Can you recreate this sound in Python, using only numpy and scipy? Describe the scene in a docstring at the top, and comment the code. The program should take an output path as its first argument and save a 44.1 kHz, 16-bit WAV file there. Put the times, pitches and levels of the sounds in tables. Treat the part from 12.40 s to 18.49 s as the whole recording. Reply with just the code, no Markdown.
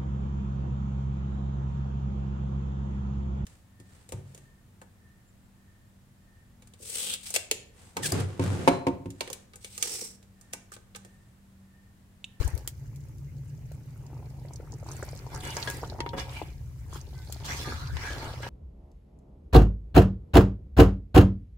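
"""Outdoors, microphone close to a big metal pot: thick curry plops and sizzles over a rumbling burner.
First, puffs of air buffet the left port while gravy runs off a wooden ladle and wet films snap.
The stew simmers and spits, then at 2.5 s the ladle tips its meat back in. From 3 s it scrapes along
the wall, knocks the pot and lifts out. It dips in again at 4.5 s and from 5 s ploughs through the stew,
squelching and making the metal squeal, as one more puff catches the microphone."""
import sys
import numpy as np
from scipy import signal
from scipy.fft import rfft, irfft, next_fast_len
from scipy.io import wavfile
from scipy.ndimage import uniform_filter1d, map_coordinates

SR = 44100
rng = np.random.default_rng(int(sys.argv[2]) if len(sys.argv) > 2 else 0)


def wav_record(signal):
    """Record a signal, one row per channel, as 16-bit PCM in the file named by sys.argv[1]."""
    frames = np.transpose(np.atleast_2d(signal))
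    bounded = np.clip(frames, -1, 1)
    # unit amplitude maps onto the largest positive 16-bit level
    quanta = np.round(bounded * 32767).astype(np.int16)
    wavfile.write(sys.argv[1], SR, quanta)


N = 268569


def amp(db):
    return 10 ** (np.asarray(db) / 20)


def unit_rms(x):
    return x / np.sqrt(np.mean(x ** 2) + 1e-20)


def along(points, hz):
    """Interpolate (frequency [Hz], value) points on a log axis."""
    freqs, values = np.transpose(points)
    return np.interp(np.log(hz + 1), np.log(freqs + 1), values)


def curves(rows):
    """One value per sample for each column after the time."""
    times, *columns = np.transpose(rows)
    return [np.interp(np.arange(N) / SR, times, column) for column in columns]


def wobble(rate, size=N):
    """A smooth random curve, rate knots a second."""
    knots = rng.standard_normal(int(size * rate / SR) + 4)
    return map_coordinates(knots, [np.arange(size) * rate / SR])


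def filtered(x, response):
    """Shape x by a response of frequency."""
    n = x.shape[-1]
    padded = next_fast_len(n + min(n, SR // 2))
    return irfft(rfft(x, padded) * response(np.fft.rfftfreq(padded, 1 / SR)), padded)[..., :n]


def add(track, s, sound):
    """Mix a sound into the track at s seconds."""
    start = max(round(s * SR), 0)
    n = max(min(sound.shape[-1], N - start), 0)
    track[..., start:start + n] += sound[..., :n]


def pan(left_db):
    """Channel gains for a left-right difference."""
    return amp([[left_db / 2], [-left_db / 2]])


# How alike the microphone's two sides are: (frequency [Hz], correlation [0-1])
STEREO_LIKENESS = [(30, 0.86), (130, 0.96), (400, 0.9), (800, 0.71), (1300, 0)]
def coloured(pair, spectrum):
    """Two unrelated signals become stereo of rms 1, alike in the bass and apart in the treble."""
    def response(hz):
        angle = np.arccos(np.clip(along(STEREO_LIKENESS, hz), -1, 1)) / 2
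        return amp(along(spectrum, hz)) * [np.cos(angle), np.sin(angle)]

    mid, side = filtered(pair, response)
    return unit_rms(np.array([mid + side, mid - side]))


# The flame under the pot: (time [s], rumble [dB], roar [dB])
FLAME_LEVELS = [(0.25, -42.5, -49), (0.51, -47.5, -41.5), (4.2, -42, -45), (5.16, -40.5, -46.5),
                (5.55, -36.5, -38), (5.66, -40, -54.5), (6.09, -44, -40)]
# Its two spectra: (frequency [Hz], level [dB])
RUMBLE_SPECTRUM = [(32, -25), (45, -7.5), (70, -3), (100, -8), (130, -11), (200, -56)]
ROAR_SPECTRUM = [(60, -42), (95, -6.5), (118, 3.5), (143, 4), (165, -12.5), (320, -23.5), (600, -34.5),
                 (1500, -107)]
def burner():
    """The flame rumbles a little left of centre and roars in the middle."""
    rumble_db, roar_db = curves(FLAME_LEVELS)
    rumble = amp(rumble_db) * coloured(rng.standard_normal((2, N)), RUMBLE_SPECTRUM) * pan(1.7)
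    roar = amp(roar_db) * coloured(rng.standard_normal((2, N)), ROAR_SPECTRUM)
    return rumble + roar


# Fat frying at the edge of the gravy: (frequency [Hz], level [dB])
SIZZLE_SPECTRUM = [(3500, -14), (6300, 0), (9000, -10), (14000, -5)]
def sizzle():
    """Countless tiny bubbles at the hot wall merge into a faint hiss that comes and goes."""
    level_db = -67.5 + 1.9 * wobble(0.5)
    return amp(level_db) * coloured(rng.standard_normal((2, N)), SIZZLE_SPECTRUM)


# Air right on the microphone: (time [s], level [dB], pitch [Hz], length [s])
AIR_PUFFS = [(0, -16, 60, 0.018), (0.041, -19.5, 69, 0.037), (0.13, -21, 75, 0.0346),
             (5.516, -26.5, 75.5, 0.069)]
def buffet():
    """Short puffs of air shake the left port."""
    out, t = np.zeros(N), np.arange(SR // 8) / SR
    for s, db, hz, length in AIR_PUFFS:
        swell = np.sin(np.pi * np.minimum(t / length, 1))
        add(out, s, amp(db) * swell * np.sin(2 * np.pi * hz * (t - length / 2)))
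    return out * amp([[4], [-16]])


# Decay of the air in the pot: (frequency [Hz], t60 [s])
HOLLOW_DECAY = [(200, 0.03), (2000, 0.079), (10000, 0.05)]
def hollow(x):
    """The air inside the pot answers briefly."""
    hz, t, noise = signal.stft(rng.standard_normal((2, SR // 4)), SR, nperseg=256)
    decay = amp(-60 * t / along(HOLLOW_DECAY, hz)[:, None])
    tail = signal.istft(noise * decay, SR, nperseg=256)[1]
    return signal.fftconvolve(x, tail / np.linalg.norm(tail[0]), axes=1)[:, :N]


# Wet films breaking in the pot: (time [s], level [dB])
FILM_SNAPS = [(0.177, -31), (0.2753, -17), (0.56, -41.5), (0.685, -50), (0.783, -47), (1.318, -41),
              (2.75, -40), (3.3, -20.5), (4.924, -22.5)]
# Their spray: (frequency [Hz], level [dB])
SPRAY_SPECTRUM = [(300, -6), (1500, -7.5), (2700, -2), (6000, 3), (7800, 5.5), (10000, 2), (15500, 1)]
def snaps():
    """A wet film snaps sharply, with a brief spray behind it."""
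    out, t = np.zeros((2, N)), np.arange(SR // 12) / SR
    attack = 1 - np.exp(-t / 0.00089)
    decay = np.exp(-t / 0.0014) + 0.085 * np.exp(-t / 0.015)
    for s, db in FILM_SNAPS:
        spray = coloured(rng.standard_normal((2, len(t))), SPRAY_SPECTRUM)
        add(out, s, amp(db) * spray * attack * decay)
    return out


# The ladle's place in the pot: (time [s], wall coupling [dB], top fizz smothered [0-1])
LADLE_PATH = [(2.6, 2, 0.01), (3.06, 16, 0.09), (3.4, -4, 0.17), (3.75, 15.5, 0.8), (4.1, 11, 0.44),
              (4.5, 4, 0.07), (5.06, 12, 0.65)]
def ladle_position():
    """Where the ladle is sets how well it drives the wall and how much treble the stew smothers."""
    return curves(LADLE_PATH)


def spit(hz):
    """A tiny bubble cracks open in a narrow burst of treble."""
    t = np.arange(SR // 30) / SR
    burst = rng.standard_normal((2, len(t))) * np.exp(-t / 0.0026)
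    crack = filtered(burst, lambda f: (1 + 2.5j * (f / hz - hz / (f + 1))) ** -2)
    return crack / abs(crack).max()


# Hot fat, a little right of the microphone: (time [s], level [dB], pitch [Hz])
FAT_SPITS = [(2.135, -36.5, 7300), (2.159, -37.5, 5970), (2.321, -36, 5950), (2.338, -41, 6100),
             (2.521, -32.5, 6640), (3.1679, -19.5, 5960), (3.227, -22, 3860), (3.369, -32, 8800),
             (3.499, -32, 4370), (3.69, -32.5, 3900), (3.798, -27, 5100)]
def spits(fizz_db, full_fizz_db=-46.5, open_hz=7260, sink_octaves=1.74):
    """Hot fat spits now and then, and crackles finely as the meat is moved, duller deep in the stew."""
    out = np.zeros((2, N))
    _, smothered = ladle_position()
    for s, db, hz in FAT_SPITS:
        add(out, s, amp(db) * spit(hz))
    crackle_db = -36.5 + 0.99 * np.minimum(fizz_db - full_fizz_db, 0) - 7 * smothered
    crackle_hz = open_hz * 2 ** (-sink_octaves * smothered)
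    for i in rng.integers(N, size=330):
        db = crackle_db[i] + 3.5 * rng.normal()
        hz = crackle_hz[i] * np.exp(0.28 * rng.normal())
        add(out, i / SR, amp(db) * spit(hz))
    return out * pan(-3.1)


def plop(hz):
    """A bubble's cavity rings for two or three cycles, the gravy slumps, and smaller pockets collapse."""
    t = np.arange(SR // 30) / SR

    def cavity(delay, pitch, damping):
        cycles = pitch * np.maximum(t - delay, 0)
        envelope = (damping * cycles * np.exp(1 - damping * cycles)) ** 2  # soft start, quick death
        return np.sin(2 * np.pi * (cycles + rng.random())) * envelope

    slump = cavity(0, 380 * np.exp(0.088 * rng.normal()), damping=1.28)
    pockets = sum(cavity(0.00806 * rng.random(), 1050 * np.exp(0.392 * rng.normal()), damping=0.55)
                  for _ in range(3))
    return cavity(0, hz, damping=0.94) + 0.43 * slump + 0.17 * pockets


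# Bubbles bursting at the surface, near centre: (time [s], level [dB], pitch [Hz])
BIG_BUBBLES = [(0.011, -34.5, 398), (1.315, -41.5, 560), (1.826, -42.5, 746), (2.049, -37.5, 530),
               (2.108, -41, 840), (2.199, -39, 480), (2.329, -40.5, 820), (2.427, -36, 600),
               (2.591, -42.5, 510), (2.626, -28, 1520), (2.633, -35.5, 720), (2.73, -36, 625),
               (2.865, -36, 841), (3.431, -28, 745), (3.436, -27.5, 1140), (3.522, -30.5, 630),
               (3.547, -35.5, 680), (3.589, -31.5, 880), (4.016, -25.5, 780), (4.528, -35.5, 1060),
               (4.558, -34.5, 1170), (4.897, -39, 720), (4.961, -40.5, 720), (5.322, -28.5, 1320),
               (5.937, -35.5, 605), (6.003, -37.5, 554), (6.066, -31, 835)]
# Strings of bubbles squeezed through the gravy:
# (time [s], length [s], level [dB], first pitch [Hz], last pitch [Hz])
BUBBLE_STRINGS = [(1.698, 0.084, -48, 724, 900), (2.468, 0.052, -39, 810, 1230),
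                  (2.529, 0.038, -42, 1010, 650), (2.912, 0.068, -37, 820, 1540),
                  (5.7, 0.22, -39, 545, 911)]
def plops(squelch_db, step_s=0.013):
    """Big bubbles burst singly or in gliding strings; small ones grow louder as the stew is disturbed."""
    out = np.zeros((2, N))
    for s, db, hz in BIG_BUBBLES:
        add(out, s, amp(db) * plop(hz) * pan(rng.normal(0.5, 2.1)))
    for i in rng.integers(N, size=180):
        db = min(squelch_db[i], -59) + 9 + 3 * rng.normal()
        hz = 750 * np.exp(0.45 * rng.normal())
        add(out, i / SR, amp(db) * plop(hz) * pan(rng.normal()))
    for s, length, db, first_hz, last_hz in BUBBLE_STRINGS:
        for delay in np.arange(0, length, step_s):
            hz = first_hz * (last_hz / first_hz) ** (delay / length)
            onset = s + delay + step_s * (rng.random() - 0.5)
            add(out, onset, amp(db + 2 * rng.normal()) * plop(hz) * pan(rng.normal()))
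    return out


# Metal singing, dead centre: (time [s], length [s], level [dB], lower tone [Hz], upper tone [Hz])
METAL_SQUEALS = [(3.013, 0.16, -46.5, 2912, 3402), (4.723, 0.14, -57.5, 1520, 2051),
                 (5.235, 0.069, -42, 1203, 1560), (5.62, 0.17, -45, 1662, 2270),
                 (5.749, 0.15, -44, 890, 1400)]
def squeals():
    """Two slightly wavering tones swell and fade as the ladle drags over the metal."""
    def tone(hz, n):
        return np.sin(2 * np.pi * np.cumsum(hz + 24 * wobble(120, size=n)) / SR)

    out = np.zeros(N)
    for s, length, db, lower_hz, upper_hz in METAL_SQUEALS:
        n = int(length * SR)
        add(out, s, amp(db) * np.hanning(n) * (tone(lower_hz, n) + 0.5 * tone(upper_hz, n)))
    return out


# Modes of the metal wall: (frequency [Hz], level [dB], t60 [s])
WALL_MODES = [(542, -5, .45), (738, -4, .27), (873, -6, .3), (939, -5, .33), (1122, -11, .22),
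              (1655, -6, .16), (2070, -9, .2), (2271, -11, .13), (2372, -8, .14), (2913, -5, .16),
              (3408, -6, .11), (5125, -11, .09)]
def rubbed_wall(rub):
    """The wall rings in its modes under steady rubbing."""
    def resonance(f, hz, t60):
        width_hz = np.log(1000) / np.pi / t60
        return 1j * f * width_hz / (hz * hz - f * f + 1j * f * width_hz)

    return filtered(rub, lambda f: sum(amp(db) * resonance(f, hz, t60) for hz, db, t60 in WALL_MODES))


def struck_wall(t, focus_hz, reach_octaves):
    """A blow rings the wall, favouring modes near focus_hz; moving gravy unsettles each mode's phase."""
    hz, db, t60 = np.transpose(WALL_MODES)[:, :, None]
    share = 0.5 * reach_octaves + np.exp(-(np.log2(hz / focus_hz) / reach_octaves) ** 2)
    slosh = 0.00033 * np.cumsum(rng.standard_normal((len(hz), len(t))), axis=1)
    phase = rng.random((len(hz), 1)) + slosh
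    modes = share * amp(db - 60 * t / t60) * np.sin(2 * np.pi * (hz * t + phase))
    return modes.sum(axis=0) * (1 - np.exp(-t / 0.0004))


# Ladle against pot: (time [s], thud [dB], thud top [Hz], thud t60 [s], ring [dB], ring focus [Hz])
LADLE_KNOCKS = [(3.166, -39.5, 2490, 0.27, -34.5, 1460), (3.274, -29, 4150, 0.062, -23, 1660),
                (3.604, -18.5, 4430, 0.014, -32.5, 944), (3.662, -22, 1830, 0.018, -37, 945),
                (3.732, -32.5, 1150, 0.14, -33.5, 640), (3.783, -37, 4370, 0.046, -30.5, 1130),
                (5.568, -24, 4300, 0.013, -49, 2260), (6.029, -38.5, 2317, 0.11, -30.5, 1680)]
def knocks():
    """Each blow is a dull wooden thud; the spot it hits sets its depth and which wall modes ring."""
    out, t = np.zeros((2, N)), np.arange(SR // 2) / SR
    attack = 1 - np.exp(-t / 0.00085)  # gravy cushions the contact
    for s, thud_db, top_hz, t60, ring_db, focus_hz in LADLE_KNOCKS:
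        wood = [(focus_hz / 9, -14), (focus_hz / 3.1, 0),
                (top_hz, -7), (top_hz * 2.4, -24), (top_hz * 3, -40)]
        thud = coloured(rng.standard_normal((2, len(t))), wood) * amp(-60 * t / t60) * attack
        # a longer, sliding contact spreads over more modes
        ring = struck_wall(t, focus_hz, reach_octaves=0.11 + 2.0 * t60)
        add(out, s, amp(thud_db) * thud + amp(ring_db) * ring)
    return out


# The stew left to itself: (time [s], liveliness [dB])
BOIL_LIVELINESS = [(.3, 1.5), (.8, -1), (1.8, 3.5), (3.6, 8), (4.3, -0.5), (4.5, 3.5)]
# Pushes of the ladle: (time [s], rise [s], hold [s], fade [dB/s], squelch [dB], rasp [dB], fizz [dB],
# contact resonance [Hz], resonance height [dB])
LADLE_STROKES = [ (0, 0.0017, 0.044, 97, -44, -44, -43.5, 1500, 4),
                 (2.45, 0.023, 0.18, 36, -60.5, -54, -50.5, 1330, 2.5),
                 (2.899, 0.037, 0.015, 85, -47, -47.5, -44.5, 1430, 10),
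                 (3.01, 0.031, 0.075, 96, -44, -41, -40, 3280, 8.5),
                 (3.126, 0.025, 0.2, 88, -55.5, -44.5, -42.5, 1520, 0),
                 (3.762, 0.024, 0.017, 296, -43.5, -38, -35, 2440, -1.5),
                 (3.813, 0.14, 0.012, 108, -67, -45.5, -47.5, 1630, -10.5),
                 (4.492, 0.072, 0.005, 280, -56.5, -46, -42.5, 1190, 4.5),
                 (4.595, 0.38, 0.04, 100, -63.5, -58, -49.5, 1590, 1),
                 (5.039, 0.013, 0.16, 69, -48.5, -43.5, -33, 2280, -1),
                 (5.07, 0.028, 0.035, 255, -45.5, -34.5, -38, 2130, 6.5),
                 (5.241, 0.015, 0.016, 42.5, -44.5, -39, -33, 1334, 16),
                 (5.507, 0.14, 0.024, 87, -46.5, -37, -36, 1754, 9),
                 (5.683, 0.04, 0.15, 67, -45.5, -42.5, -39.5, 1350, 6.5),
                 (6.008, 0.018, 0.076, 93, -51, -42.5, -42, 1610, 5.5)]
def stew_activity(sag_octaves_per_s=0.84):
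    """Each push rises, holds and fades over the simmer; the strongest rasp leads the resonance."""
    s, rise, hold, fade, squelch, rasp, fizz, hz, height = np.transpose(LADLE_STROKES)[:, :, None]
    t = np.arange(0, N / SR, 0.002)
    since_peak = t - s - rise
    push = np.clip((t - s) / rise, 0, 1) * amp(-fade * np.maximum(since_peak - hold, 0))
    boil_db = np.interp(t, *np.transpose(BOIL_LIVELINESS))

    def level_db(stroke_db, simmer_db):
        return 10 * np.log10(((push * amp(stroke_db)) ** 2).sum(axis=0) + amp(simmer_db) ** 2)

    squelch_db = level_db(squelch, simmer_db=-72.5 + 2.95 * boil_db)
    rasp_db = level_db(rasp, simmer_db=-66 + 0.7 * boil_db)
    fizz_db = level_db(fizz, simmer_db=-69.5 + boil_db)
    weight = (push * amp(rasp)) ** 2 + 1e-20
    sag = 2 ** (-sag_octaves_per_s * np.clip(since_peak, -rise, hold + rise))  # the ladle digs in
    centre_hz = (weight * hz * sag).sum(axis=0) / weight.sum(axis=0)
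    height_db = (weight * height).sum(axis=0) / amp(rasp_db) ** 2
    return curves(np.transpose([t, squelch_db, rasp_db, fizz_db, centre_hz, height_db]))


def grit(rate, spread_db, hiss):
    """Tiny slips and pops of uneven size, rate a second, on a smooth hiss."""
    pops = (rng.random((2, N)) < rate / SR) * rng.choice([-1, 1], (2, N))
    sizes = amp(spread_db * np.minimum(rng.exponential(size=(2, N)), 4))
    return unit_rms(pops * sizes) + hiss * rng.standard_normal((2, N))


def contact_resonance(x, centre_hz, height_db, width_octaves=0.29, overtone=3.17, patchy_db=3.0):
    """The resonance and its overtone glide; pockets between the lumps briefly colour the sound."""
    hz, t, frames = signal.stft(x, SR, nperseg=512)
    now = np.minimum((t * SR).astype(int), N - 1)

    def bump(peak_hz):
        return np.exp(-(np.log2((hz[:, None] + 1) / peak_hz) / width_octaves) ** 2 / 2)

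    contact_db = height_db[now] * (bump(centre_hz[now]) + 0.39 * bump(overtone * centre_hz[now]) - 0.5)
    patches = uniform_filter1d(rng.standard_normal(frames.shape[1:]), size=5, axis=0)
    pockets = unit_rms(uniform_filter1d(patches, size=6, axis=1))
    return signal.istft(frames * amp(contact_db + patchy_db * pockets), SR, nperseg=512)[1][:, :N]


# Gravy, wood and wet meat at close range: (frequency [Hz], level [dB])
SQUELCH_SPECTRUM = [(120, 3.5), (400, 3.5), (600, -3.5), (900, -2.5), (1200, -34), (2500, -64)]
RASP_SPECTRUM = [(500, -7.5), (900, 8), (2200, 7.5), (3100, 1.5), (4000, -33), (7000, -65)]
FIZZ_SPECTRUM = [(2000, -40), (3200, -5), (4200, 0), (6000, -2), (11000, -6), (15500, -8)]
def stirring(squelch_db, rasp_db, fizz_db, centre_hz, height_db):
    """Gravy squelches, wood rasps on the wall and sets it ringing, and wet meat fizzes on hot metal."""
    wall_db, smothered = ladle_position()
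    squelch_gain = amp(squelch_db + 2.0 + 2.1 * wobble(40))
    squelch = squelch_gain * coloured(grit(rate=200, spread_db=-3.0, hiss=0.53), SQUELCH_SPECTRUM)
    slip_db = 0.4 * wobble(45)  # the ladle catches and slides
    rasp_gain = amp(rasp_db - 4.5 + slip_db + 0.64 * wobble(70))
    rasp = rasp_gain * coloured(grit(rate=760, spread_db=0.5, hiss=0.92), RASP_SPECTRUM)
    fizz_gain = amp(fizz_db - 5.5 + slip_db) * pan(-2.5)
    fizz = fizz_gain * coloured(grit(rate=500, spread_db=2.0, hiss=1.0), FIZZ_SPECTRUM)
    fizz -= smothered * filtered(fizz, lambda hz: 1 / (1 + (7500 / (hz + 1)) ** 4))
    rub = contact_resonance(squelch + rasp + fizz, centre_hz, height_db)
    return rub + amp(wall_db) * rubbed_wall(rub)


def scene():
    """Bubbles, spits and blows sound in the hollow of the pot, along with the stirring and the flame."""
    squelch_db, rasp_db, fizz_db, centre_hz, height_db = stew_activity()
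    bubbles = plops(squelch_db)
    cracks = spits(fizz_db) + snaps() + knocks()
    ladle = stirring(squelch_db, rasp_db, fizz_db, centre_hz, height_db)
    pot_air = hollow(amp(-8.5) * bubbles + amp(-6.5) * cracks)
    return bubbles + cracks + pot_air + ladle + sizzle() + squeals() + burner() + buffet()


def record(dry):
    """The highest treble is cut off steeply above about 16 kHz."""
    top_hz = 15850
    return filtered(dry, lambda hz: 1 / (1 + (hz / top_hz) ** 120))


dry = scene()
out = record(dry)
wav_record(out)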